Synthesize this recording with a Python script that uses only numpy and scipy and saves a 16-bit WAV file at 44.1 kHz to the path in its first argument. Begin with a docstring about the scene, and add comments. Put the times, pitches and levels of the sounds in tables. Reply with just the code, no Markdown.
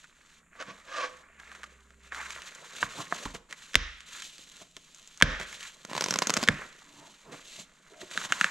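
"""Foam rubs and crinkles, taut tape parts with sharp snaps that jolt a bicycle fork, and one sleeve rips
open in a run of separate cracks, as hands strip taped foam sleeves off the fork in a small bare room.
Rubbing and dragging are clumped slips through resonances; snaps, rips and crinkles are filtered noise bursts;
the fork is a set of decaying modes. A diffuse room, two close ports and a limiter follow."""
import sys
import numpy as np
from scipy import signal
from scipy.fft import rfft, irfft
from scipy.io import wavfile
from scipy.ndimage import uniform_filter1d, minimum_filter1d, map_coordinates

SR = 44100
rng = np.random.default_rng(int(sys.argv[2]) if len(sys.argv) > 2 else 0)


def master_out(mix):
    """Clip the mix to full scale and print it as 16-bit PCM to the path in sys.argv[1]."""
    frames = np.transpose(np.atleast_2d(mix))
    ceiling = np.clip(frames, -1, 1)
    pcm = np.round(ceiling * 32767).astype(np.int16)
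    wavfile.write(sys.argv[1], SR, pcm)


N = 374850
TIME = np.arange(N) / SR
SIZE = 4096   # filter and burst length, samples
BINS_HZ = np.maximum(np.arange(SIZE // 2 + 1) * SR / SIZE, 1)

# hands resting on the foam: (time [s], scrape level [dB], hiss level [dB])
CONTACT = [(0, -63.5, -61), (0.48, -69.5, -102), (0.56, -53.5, -66), (1.2, -56.5, -62), (1.28, -62, -85),
           (1.55, -52.5, -62.5), (1.96, -67.5, -77.5), (2.3, -51.5, -57.5), (3.3, -50.5, -55),
           (3.43, -80.5, -86), (4.04, -63, -63.5), (4.4, -66, -55.5), (4.62, -57.5, -56.5),
           (4.7, -76.5, -67.5), (4.9, -65.5, -60.5), (6.77, -56.5, -61.5), (7.15, -64.5, -63.5),
           (7.75, -64.5, -72.5), (8.2, -52.5, -51.5)]
# hiss of foam on skin: (frequency [Hz], level [dB])
HISS_COLOUR = [(1400, -16.5), (2800, -2), (4000, -2), (5200, -10.5), (6300, -4), (7400, -3.5), (8400, -12),
               (10500, -20.5), (13000, -25.5), (15500, -44)]
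# parting tape and buckling creases: (frequency [Hz], level [dB])
SNAP_COLOUR = [(100, -30.5), (450, -17), (850, -10.5), (1200, -0.5), (1700, 3.5), (2500, -4.5),
               (3300, -4.5), (4500, -11.5), (7000, -9.5), (10000, -23), (15000, -41)]
# resonances of the hollow sleeve: (frequency [Hz], width [Hz], level [dB])
SLEEVE = [(157, 30, -5), (297, 47, -10), (434, 73, -16.5), (647, 60, -13.5), (1030, 200, -14)]


def from_db(db):
    """Decibels to gain."""
    return 10 ** (np.asarray(db) / 20)


def rms_one(x):
    """Scale to rms 1."""
    return x / np.sqrt(np.mean(x ** 2) + 1e-20)


def levels(rows):
    """The dB columns of a curve as gains at every sample, silent outside it."""
    s, *columns = np.transpose(rows)
    inside = (TIME >= s[0]) * (TIME <= s[-1])
    return [from_db(np.interp(TIME, s, column)) * inside for column in columns]


def at_hz(points, hz):
    """Read a table on a log-frequency axis."""
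    points = np.array(points)
    return np.interp(np.log(hz), np.log(points[:, 0]), points[:, 1])


def colour(x, spectrum, extra_db=0):
    """Causal (minimum-phase) filter with the given spectrum, by folding its cepstrum."""
    cepstrum = irfft(np.log(from_db(at_hz(spectrum, BINS_HZ) + extra_db)))
    cepstrum[1:SIZE // 2] *= 2
    cepstrum[SIZE // 2 + 1:] = 0
    response = irfft(np.exp(rfft(cepstrum, axis=0)))
    return signal.fftconvolve(x, response)[:len(x)]


def resonance(x, hz, width_hz):
    """Two-pole resonance with gain 1 on top."""
    r = np.exp(-np.pi * width_hz / SR)
    zeros = np.array([1, 0, -1]) * (1 - r * r) / 2
    poles = [1, -2 * r * np.cos(2 * np.pi * hz / SR), r * r]
    return signal.lfilter(zeros, poles, x)


def body(x, modes):
    """Resonances in parallel, signs alternating."""
    return sum((-1) ** k * from_db(db) * resonance(x, hz, width_hz)
               for k, (hz, width_hz, db) in enumerate(modes))


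def drift(rate_hz):
    """Slow chance with a spread of about 1: random values joined by straight lines."""
    return np.interp(TIME * rate_hz, np.arange(SIZE), rng.standard_normal(SIZE))


def fade(t, t60):
    """Exponential decay by 60 dB in t60 seconds."""
    return np.exp(-np.log(1000) * t / t60)


def glide(x, octaves):
    """Read a sound faster or slower, so that its resonances move."""
    return map_coordinates(x, [np.cumsum(2 ** octaves) % (len(x) - 1)], order=3)


def add(out, s, sound):
    """Mix a sound in at time s."""
    at = max(round(s * SR), 0)
    out[at:at + len(sound)] += sound[:N - at]


def friction(per_s, spread_db, uneven_db, smooth):
    """Foam cells catch and slip: clumped clicks of uneven size over a smooth sliding noise."""
    sizes = from_db(spread_db * np.minimum(rng.exponential(1, N), 5)) * rng.choice([-1, 1], N)
    slips = rms_one(sizes * (rng.random(N) < per_s / SR))
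    sliding = smooth * rng.standard_normal(N)
    return rms_one((slips + sliding) * from_db(uneven_db * drift(110)))


def fibres(burst_s, flutter, flutter_t60):
    """Force of one break: a burst of fibres parting swells and stops, then the loose edge flutters."""
    t = TIME[:SIZE]
    burst = t / burst_s * np.exp((1 - (t / burst_s) ** 2) / 2)
    return rng.standard_normal(SIZE) * (burst + flutter * fade(t, flutter_t60))


def crack(force, spectrum, tilt_db, rings, ring_octaves):
    """One break, rung by the freed piece at rings (Hz, dB); scaled by energy to a peak of about 1."""
    # every break holds the same force in each broad band; only its fine grain is chance
    force_db = 10 * np.log10(uniform_filter1d(np.abs(rfft(force)) ** 2, size=60))
    piece_db = tilt_db * np.log2(np.clip(BINS_HZ, 700, 6000) / 2000)
    for hz, db in rings:
        piece_db = piece_db + db / (1 + (np.log2(BINS_HZ / hz) / ring_octaves) ** 2)
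    sound = colour(force, spectrum, piece_db - force_db)
    return sound / np.sqrt(np.sum(sound ** 2) / (0.0002 * SR))


def thud(flap, t60):
    """The released sleeve wall is knocked and flaps briefly; peak 1."""
    # (frequency [Hz], level [dB])
    thud_colour = [(50, -40.5), (105, -10), (170, 6.5), (250, 4), (350, -3.5), (550, 0), (1000, -24),
                   (3000, -92.5)]
    force = flap * rng.standard_normal(SIZE) * fade(TIME[:SIZE], t60)
    force[0] += 1
    sound = colour(force, thud_colour)
    return sound / np.abs(sound).max()


def struck(modes):
    """Decaying modes, each with a little chance in its strength."""
    t, out = TIME[:SR], 0
    for k, (hz, db, t60) in enumerate(modes):
        strength = from_db(db + rng.normal()) * (-1) ** k
        out = out + strength * np.sin(2 * np.pi * hz * t) * fade(t, t60)
    return out


def background():
    """Still room air as coloured noise, and a faint hum of unsteady sines."""
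    # low hum somewhere in the house: (time [s], level [dB])
    hum_curve = [(0, -81), (1.2, -72), (1.6, -63.5), (2.4, -61.5), (2.52, -101)]
    # (frequency [Hz], level [dB])
    hum_tones = [(64.6, 0.5), (210, -12.5), (398, -13)]
    # room air: (frequency [Hz], level [dB])
    air_colour = [(40, 5.5), (95, -17), (160, 4), (300, -6.5), (700, -20.5), (3500, -20.5), (5200, -41),
                  (7000, -8.5), (10000, -26.5), (14000, -36), (16000, -56)]
    air_db = -68
    tones = sum(from_db(db + 2.0 * drift(26.0)) * np.sin(2 * np.pi * hz * TIME) for hz, db in hum_tones)
    air = rms_one(colour(rng.standard_normal(N), air_colour))
    return levels(hum_curve)[0] * rms_one(tones) + from_db(air_db) * air


def strokes():
    """Scrape, hiss and flex gains: each stroke sets in quickly, swells or eases, then lets go."""
    # hand strokes over the foam: (start [s], length [s], scrape level [dB], skin hiss level [dB],
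    # hollow flexing level [dB], swell from start to end [dB])
    stroke_rows = [(0.146, 0.24, -62.5, -66.5, -84, 5), (1.377, 0.16, -55.5, -63.5, -66.5, 2),
                   (2.021, 0.055, -57, -61.5, -76, 3), (2.113, 0.12, -38.5, -54, -60, 2.5),
                   (2.243, .14, -43, -51.5, -56.5, -3.5), (2.439, 0.045, -44.5, -53, -60, 1),
                   (2.721, 0.12, -47.5, -49, -61, 18), (2.891, 0.13, -49, -48.5, -58.5, 12),
                   (3.1, 0.16, -45.5, -48.5, -49, -1), (3.331, 0.017, -48, -49, -57.5, 5.5),
                   (3.487, 0.059, -51, -58.5, -58.5, -5), (3.558, 0.22, -58, -57.5, -69, -2.5),
                   (4.053, 0.15, -51, -52.5, -72, 13), (4.224, 0.078, -71, -48.5, -90, -7),
                   (5.391, 0.044, -41, -48, -41, -6), (5.459, 0.13, -52.5, -51.5, -62, -2.5),
                   (5.591, 0.088, -47.5, -48.5, -79, 3), (5.88, 0.049, -47, -54.5, -51.5, 3),
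                   (5.937, 0.28, -43.5, -48, -46, -5.5), (6.211, 0.23, -41.5, -47, -45.5, 10),
                   (6.461, 0.19, -42, -57, -48.5, -1.5), (6.92, 0.18, -61.5, -61.5, -64, 3),
                   (7.308, 0.083, -49.5, -53.5, -56, -7), (7.39, 0.23, -63.5, -53.5, -63, 11),
                   (8.001, 0.014, -59, -47.5, -43, 6), (8.096, 0.16, -44, -45, -49.5, 7.5),
                   (8.284, 0.2, -40.5, -45.5, -55.5, 5)]
    attack_s, release_t60 = 0.016, 0.11
    gains, t = np.zeros((3, N)), TIME[:SR]
    for s, length_s, *stroke_db, swell_db in stroke_rows:
        swell = from_db(swell_db * (np.minimum(t / length_s, 1) - .5))
        release = fade(np.maximum(t - length_s, 0), release_t60)
        shape = np.minimum(t / attack_s, 1) * swell * release
        for gain, level_db in zip(gains, stroke_db):
            add(gain, s, from_db(level_db) * shape)
    return gains


def rubbing():
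    """Sliding foam flexes in the bass, scrapes in the middle and hisses on skin; flex and scrape pitch wander."""
    # bending foam: (frequency [Hz], level [dB])
    flex_colour = [(70, -35.5), (115, -14), (165, 3.5), (280, 3), (430, 4), (630, 3.5), (800, -18),
                   (1300, -48)]
    # scraping cells: (frequency [Hz], level [dB])
    scrape_colour = [(550, -25), (830, -4), (1100, 4), (1600, 6.5), (2400, 2.5), (3300, -18), (5000, -51.5),
                     (9000, -57.5)]
    contact_flex_db = -8   # under a resting hand, relative to its scrape
    scrape_wander_octaves, sleeve_wander_octaves = .13, .05   # as the grip shifts
    scrape, hiss = levels(CONTACT)
    resting = [scrape, hiss, scrape * from_db(contact_flex_db)]
    scrape, hiss, flex = np.hypot(resting, strokes())

    creep = friction(per_s=370, spread_db=0.5, uneven_db=6.5, smooth=0.77)
    wall = rms_one(colour(creep, flex_colour)) + from_db(-5.0) * rms_one(body(creep, SLEEVE))
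    wall = rms_one(glide(wall, sleeve_wander_octaves * drift(14)))
    cells = colour(friction(per_s=450, spread_db=3.3, uneven_db=3.5, smooth=1.0), scrape_colour)
    cells = rms_one(glide(cells, scrape_wander_octaves * drift(28)))
    skin = rms_one(colour(friction(per_s=1200, spread_db=0.5, uneven_db=2.5, smooth=1.4), HISS_COLOUR))
    return flex * from_db(-3.5) * wall + scrape * from_db(-2.5) * cells + hiss * from_db(2.14) * skin


def ticking():
    """Single foam cells give way at random under the fingers, scaled by the hiss of the resting contact."""
    ticks_per_s, tick_db, spread_db = 22, 15.5, 1   # least level relative to that hiss, and random excess
    peak_db = tick_db + spread_db * np.minimum(rng.exponential(1, N), 3)
    hiss = levels(CONTACT)[1]
    clicks = (rng.random(N) < ticks_per_s / SR) * from_db(peak_db) * hiss
    force = fibres(burst_s=.0005, flutter=.2, flutter_t60=.02)
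    tick = crack(force, HISS_COLOUR, tilt_db=2, rings=[], ring_octaves=1)
    return signal.fftconvolve(clicks, tick)[:N]


def crinkling():
    """Creases of tape and foam buckle softly as the fingers shift: small ringing bursts."""
    # (time [s], relative level [dB], pitch [Hz])
    crinkle_rows = [(0.042, -32, 1300), (0.611, -25, 1210), (0.624, -21.5, 1300), (1.399, -29.5, 1464),
                    (1.516, -27, 1050), (1.55, -28.5, 1490), (1.632, -23, 1560), (1.639, -22.5, 1240),
                    (1.905, -38, 1400), (2.135, -33, 1500), (2.146, -21, 1670), (2.213, -22, 1400),
                    (2.305, -20, 2210), (2.419, -25.5, 2680), (2.549, -29.5, 7100), (3.254, -19, 1150),
                    (3.349, -26.5, 2030), (3.509, -29.5, 2710), (3.526, -19, 2050), (3.7334, -27.5, 2600),
                    (4.005, -29.5, 2800), (4.221, -21, 3050), (4.381, -32, 4500), (4.622, -37.5, 3950),
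                    (4.766, -25, 3370), (4.946, -32, 6880), (5.074, -31.5, 7040), (5.174, -30.5, 6500),
                    (5.2011, -23, 1900), (5.398, -21, 2210), (5.412, -20.5, 1900), (5.421, -28, 2000),
                    (5.43, -27, 3000), (5.527, -23, 2230), (5.607, -26.5, 3100), (5.628, -24, 2550),
                    (7.343, -44, 2400), (8.015, -27.5, 1920), (8.112, -27, 1920), (8.214, -21, 1290),
                    (8.238, -24, 1800)]
    out = np.zeros(N)
    for s, level_db, hz in crinkle_rows:
        force = fibres(burst_s=0.0006, flutter=0.4, flutter_t60=0.045)
        tilt_db = 4.5 * np.log2(hz / 1600)
        tick = crack(force, SNAP_COLOUR, tilt_db, [(hz, 7)], ring_octaves=.2)
        add(out, s + 0.00045, from_db(level_db - 1.5) * tick)
    return out


def dragging():
    """Under a tight grip slips surge and sound the air in the sleeve; each surge squeezes it to a pitch."""
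    # surges: (time of fastest slip [s], relative level [dB], swell time [s], cavity pitch ratio [1])
    drag_rows = [(0.612, -39, 0.0097, .94), (0.699, -45, 0.018, .97), (0.897, -48, 0.016, 1.04),
                 (0.949, -40.5, 0.018, 1.0), (0.977, -39, 0.0107, 1.04), (1.009, -37, 0.0098, 1.0),
                 (1.045, -36, 0.0196, .96)]
    # air in the gripped sleeve: (frequency [Hz], width [Hz], level [dB])
    cavity = [(280, 36, -12), (516, 25, 2), (647, 82, -5), (1067, 78, -1), (1173, 23, 9), (1610, 190, -1),
              (2500, 410, -7), (3180, 840, -11), (6430, 2500, -15)]
    wander_octaves = 0.035
    slips = friction(per_s=550, spread_db=1.5, uneven_db=0.5, smooth=1.0)
    band = signal.butter(2, [220, 5600], "band", fs=SR, output="sos")
    hollow = signal.sosfilt(band, body(slips, cavity))

    surges = [from_db(db) / np.cosh(np.clip((TIME - s) / swell_s, -20, 20)) for s, db, swell_s, _ in drag_rows]
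    speed = sum(surges)
    squeeze = sum(surge * np.log2(row[-1]) for surge, row in zip(surges, drag_rows)) / speed
    hollow = rms_one(glide(hollow, squeeze + wander_octaves * drift(45)))
    # slow slips are duller
    dull = signal.sosfilt(signal.butter(1, 1800, fs=SR, output="sos"), hollow)
    brightness = (speed / speed.max()) ** 0.1
    return speed * from_db(2.0) * (dull + brightness * (hollow - dull))


def bumping():
    """A push sounds the sleeve, above all the stretch under the fingers, whose pitch slides as it bends."""
    # soft pushes flexing the foam: (time of middle [s], level [dB], Gaussian length [s], main ring [Hz],
    # its glide [octaves/s], rest of the sleeve relative to the main ring [dB])
    bump_rows = [(0.694, -52, 0.02, 194, -1.5, -3), (2.998, -37.5, 0.015, 1087, 2, 2.5),
                 (3.262, -33, 0.0043, 1020, 3.5, 5.5), (3.351, -40, 0.006, 442, 2, 11),
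                 (4.393, -54.5, 0.0027, 378, -2, -8), (4.622, -49.5, 0.0067, 650, 1.5, -3),
                 (4.773, -52, 0.0039, 408, -2.5, 3.5), (5.404, -47.5, 0.0095, 767, -4.5, -12),
                 (6.99, -59.5, 0.089, 280, 1.1, 2.5), (7.018, -61.5, 0.082, 920, -0.5, -11),
                 (7.297, -51, 0.031, 401, -6.5, 4), (7.342, -43.5, 0.0065, 638, 0.5, -0.5),
                 (7.596, -52.5, 0.012, 179, 0, 3), (7.925, -53.5, 0.009, 402, -3.5, -14),
                 (8.01, -56, 0.057, 625, -0.2, -13), (8.034, -43.5, 0.0056, 370, -8.5, -5.5),
                 (8.251, -51, 0.012, 190, 2.5, 4), (8.31, -46, 0.012, 230, 3.5, 9)]
    width_hz = 120   # of each of two resonances in series
    out, t = np.zeros(N), TIME[:SR] - TIME[SR // 2]
    for s, level_db, length_s, hz, octaves_per_s, sleeve_db in bump_rows:
        push = rng.standard_normal(SR)
        stretch = resonance(resonance(push, hz, width_hz), hz, width_hz)
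        stretch = rms_one(glide(stretch, np.clip(octaves_per_s * t, -.5, .5)))
        wall = stretch + from_db(sleeve_db) * rms_one(body(push, SLEEVE))
        shape = np.exp(-(t / length_s) ** 2 / 2)
        wall_rms = np.sqrt(np.average(wall ** 2, weights=shape ** 2))
        add(out, s + t[0], from_db(level_db) * wall * shape / wall_rms)
    return out


def snapping(ring_db, grainy):
    """Taut tape parts at once, brighter the tighter it was; without grain the force is a plain click."""
    # tape and foam letting go: (time [s], relative level [dB], relative sleeve thud level [dB],
    # brightness [dB/octave], three ring pitches of the freed piece [Hz, Hz, Hz])
    snap_rows = [(2.121, -20, -73, -4.5, 1600, 1830, 3000), (2.828, -5.5, -30, -8, 1120, 1550, 2800),
                 (3.124, -9, -34, -11.5, 1140, 1760, 680), (3.743, -16.5, -39.5, 0.5, 1700, 3400, 5400),
                 (3.754, 9.5, -20.5, 2.9, 2100, 2750, 3630), (5.212, -11, -36, -6, 1000, 2440, 3400),
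                 (5.223, 15, -7, 0.6, 2330, 3370, 1594), (6.476, -14, -31, 5, 1700, 1950, 3280),
                 (6.486, 2.5, -17.5, -1, 1750, 2150, 3460), (8.175, -9.5, -39.5, 0, 1320, 1660, 3830),
                 (8.322, -3.5, -33.5, -1.5, 1460, 2750, 7200), (8.4112, -2.5, -34, .5, 1380, 1740, 2670),
                 (8.443, -3, -35, -0.5, 1390, 1750, 2670)]
    ring_octaves = 0.16   # half-width
    out = np.zeros(N)
    for s, level_db, thud_db, tilt_db, *pitches_hz in snap_rows:
        if grainy:
            force = fibres(burst_s=.0005, flutter=.14, flutter_t60=.03)
        else:
            force = signal.unit_impulse(SIZE)
        rings = [(hz, ring_db) for hz in pitches_hz]
        snap = from_db(level_db + 0.5) * crack(force, SNAP_COLOUR, tilt_db, rings, ring_octaves)
        wall = from_db(thud_db + 0.5) * thud(flap=0.16, t60=0.033)
        add(out, s + .0004, snap + wall)
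    return out


def fork():
    """A sudden release rings the fork and sets the whole bicycle swaying: two sets of decaying modes."""
    # (time [s], ring level [dB], sway level [dB])
    jolt_rows = [(2.828, -43, -57), (3.257, -49, -43), (3.757, -41, -28), (5.225, -21.5, -24.5),
                 (6.369, -44, -56), (6.486, -26, -42)]
    # fork: (frequency [Hz], level [dB], t60 [s])
    fork_modes = [(89, -6, 0.11), (119, 1, 0.084), (146.2, -5, .27), (172, -10.5, 0.17), (211.5, -9, 0.21),
                  (255.4, -9.5, 0.091), (295, -16.5, 0.31)]
    # whole bicycle: (frequency [Hz], level [dB], t60 [s])
    frame_modes = [(39, 2, 0.37), (62.2, -3, 0.46), (81, 4.5, 0.087)]
    out = np.zeros(N)
    for s, ring_db, sway_db in jolt_rows:
        add(out, s, from_db(ring_db) * struck(fork_modes) + from_db(sway_db) * struck(frame_modes))
    return out


def ripping():
    """The tear jumps in bursts of breaking cells; sharp ones ring, and the loosening wall thuds ever more."""
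    # foam bridges breaking: (time [s], relative level [dB], sharpness [dB], ring of the breaking cells [Hz])
    rip_rows = [(5.8488, -26, 1.5, 6460), (5.896, -29, -3.5, 2700), (5.913, -26.5, -8, 2800),
                (5.9315, -20.5, -3, 4210), (5.9503, -18, -5.5, 4190), (5.964, -19.5, -0.5, 4350),
                (5.9773, -13.5, -2, 4200), (6.0083, -11, 3.5, 5700), (6.0208, -16, 0, 4800),
                (6.0393, -11, 6.5, 5810), (6.0598, -16, -1.5, 5170), (6.0834, -16.5, 0, 5870),
                (6.1071, -9.5, 6.5, 5730), (6.124, -19.5, -4, 4010), (6.1384, -12, 3.5, 5640),
                (6.1576, -12, -2.5, 5110), (6.187, -9, 5, 6540), (6.2193, -9, -2.5, 4640),
                (6.2232, -15, 3.5, 4770), (6.27, -10.5, 8, 6530), (6.2948, -10, 0.5, 4950),
                (6.302, -9, 1, 6750), (6.3378, -9.5, 5.5, 6690), (6.3666, -10.5, 1, 4960),
                (6.3708, -11, 1, 6650), (6.4278, -14, -1, 7190), (6.4354, -13.5, 3.5, 4850)]
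    # (frequency [Hz], level [dB])
    rip_colour = [(100, -17.5), (250, 3.5), (600, 6), (1500, 3.5), (2100, 5.5), (3200, 2), (6500, -1.5),
                  (8500, -6), (10500, -17.5), (13000, -17.5), (16000, -42)]
    thud_rel_db, thud_growth_db_per_s = -18, 6   # relative to each break; grows as the slit lengthens
    thud_per_sharp = -.8   # dB per dB of sharpness: a clean break hardly drags the wall
    wall_ring_db, ring_octaves = 10, 0.16   # half-width of both rings
    out = np.zeros(N)
    for s, level_db, sharp_db, cell_hz in rip_rows:
        wall_hz = 1420 if sharp_db > .5 else 1030   # a sharp break rings a shorter stretch of wall
        rings = [(wall_hz, wall_ring_db), (cell_hz, np.clip(7.5 + 0.89 * sharp_db, 2, 13))]
        growth_db = thud_growth_db_per_s * (s - rip_rows[0][0])
        thud_db = level_db + thud_rel_db + growth_db + thud_per_sharp * sharp_db
        force = fibres(burst_s=.001, flutter=.3, flutter_t60=.03)
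        burst = from_db(level_db + 1.0) * crack(force, rip_colour, .5 * sharp_db, rings, ring_octaves)
        add(out, s + 0.00071, burst + from_db(thud_db) * thud(flap=0.08, t60=0.026))
    return out


def room(x, build_s):
    """Diffuse reflections build up, then die away octave by octave: decaying noise of unit energy."""
    # (frequency [Hz], t60 [s])
    room_t60 = [(100, 0.12), (500, 0.41), (1800, 0.68), (4000, 0.87), (8000, 0.17)]
    # (frequency [Hz], gain [dB])
    room_gain = [(100, 22), (360, 13.5), (750, 9.5), (1150, 8.5), (1700, 5), (2900, 0), (5800, 5),
                 (8000, -11), (11500, 1), (15000, -9)]
    t, tail = TIME[:SR], 0
    for hz in np.geomspace(90, 11520, 8):
        band = signal.butter(2, [hz / np.sqrt(2), hz * np.sqrt(2)], "band", fs=SR, output="sos")
        tail = tail + signal.sosfilt(band, rng.standard_normal(SR)) * fade(t, at_hz(room_t60, hz))
    tail = colour(tail, room_gain) * (1 - np.exp(-t / build_s))
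    return signal.fftconvolve(x, tail / np.sqrt(np.sum(tail ** 2)))[:N]


def microphones(x, scatter_t60):
    """Two close ports differ in level and phase by frequency; a scattered side signal sets them apart."""
    # (frequency [Hz], side level [dB])
    side_colour = [(50, -33), (500, -11), (2000, -20), (4500, -15.5), (8000, -14.5), (13000, -2)]
    # (frequency [Hz], left-right level [dB], left lead [rad])
    lean = [(50, -2, 0), (500, -3, 0.05), (1400, -1.6, -0.33), (3120, -1.6, -0.71), (6200, -0.5, -0.037),
            (12000, 4.5, -0.061)]
    scatter = rng.standard_normal(SIZE) * fade(TIME[:SIZE], scatter_t60) * TIME[:SIZE]
    scatter = scatter / np.sqrt(np.sum(scatter ** 2))
    side = colour(signal.fftconvolve(x, scatter)[:N], side_colour)
    hz = np.maximum(np.arange(N // 2 + 1) * SR / N, 1)
    lead_rad = at_hz(np.array(lean)[:, ::2], hz)
    half = from_db(at_hz(lean, hz) / 2) * np.exp(.5j * lead_rad)   # half of the difference per port
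    return np.array([irfft(rfft(x) * half ** sign, N) + sign * side for sign in (1, -1)])


def limiter(x):
    """The gain drops just ahead of a peak above the ceiling and recovers at a steady rate in dB."""
    ceiling_db, recovery_db_per_s = 4.5, 82.5
    over_db = np.maximum(20 * np.log10(np.abs(x).max(axis=0) + 1e-9) - ceiling_db, 0)
    recovery_db = recovery_db_per_s * TIME
    gain_db = recovery_db - np.maximum.accumulate(over_db + recovery_db)
    return x * from_db(uniform_filter1d(minimum_filter1d(gain_db, size=65), size=65))


def scene():
    """Close handling sounds with the room behind them."""
    snap_ring_db, snap_room_ring_db = 8.5, 5   # height of the rings: direct, and in what reaches the walls
    room_side_db, room_side_hz = -9, 700   # reflections that differ between the ports, above this pitch
    small = ripping() + crinkling() + ticking()
    breaks = small + snapping(snap_ring_db, grainy=True)
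    # heard from all sides at once, rings and grain even out
    radiated = small + snapping(snap_room_ring_db, grainy=False)
    handling = rubbing() + dragging() + bumping() + fork()
    sent = from_db(-23.0) * radiated + from_db(-19.5) * handling

    scattered = signal.sosfilt(signal.butter(1, room_side_hz, "high", fs=SR, output="sos"), sent)
    sideways = from_db(room_side_db) * room(scattered, build_s=.015) * [[1], [-1]]
    centre = breaks + handling + room(sent, build_s=0.0031) + background()
    return microphones(centre, scatter_t60=0.011) + sideways


def record(dry):
    """The loudest peaks are limited and rounded off; the top is cut."""
    cutoff_hz = 16550   # 85 dB down from here on
    held = limiter(dry)
    clipped = held / (1 + held ** 6) ** (1 / 6)
    return signal.sosfilt(signal.cheby2(20, 85, cutoff_hz, fs=SR, output="sos"), clipped)


dry = scene()
out = record(dry)
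master_out(out)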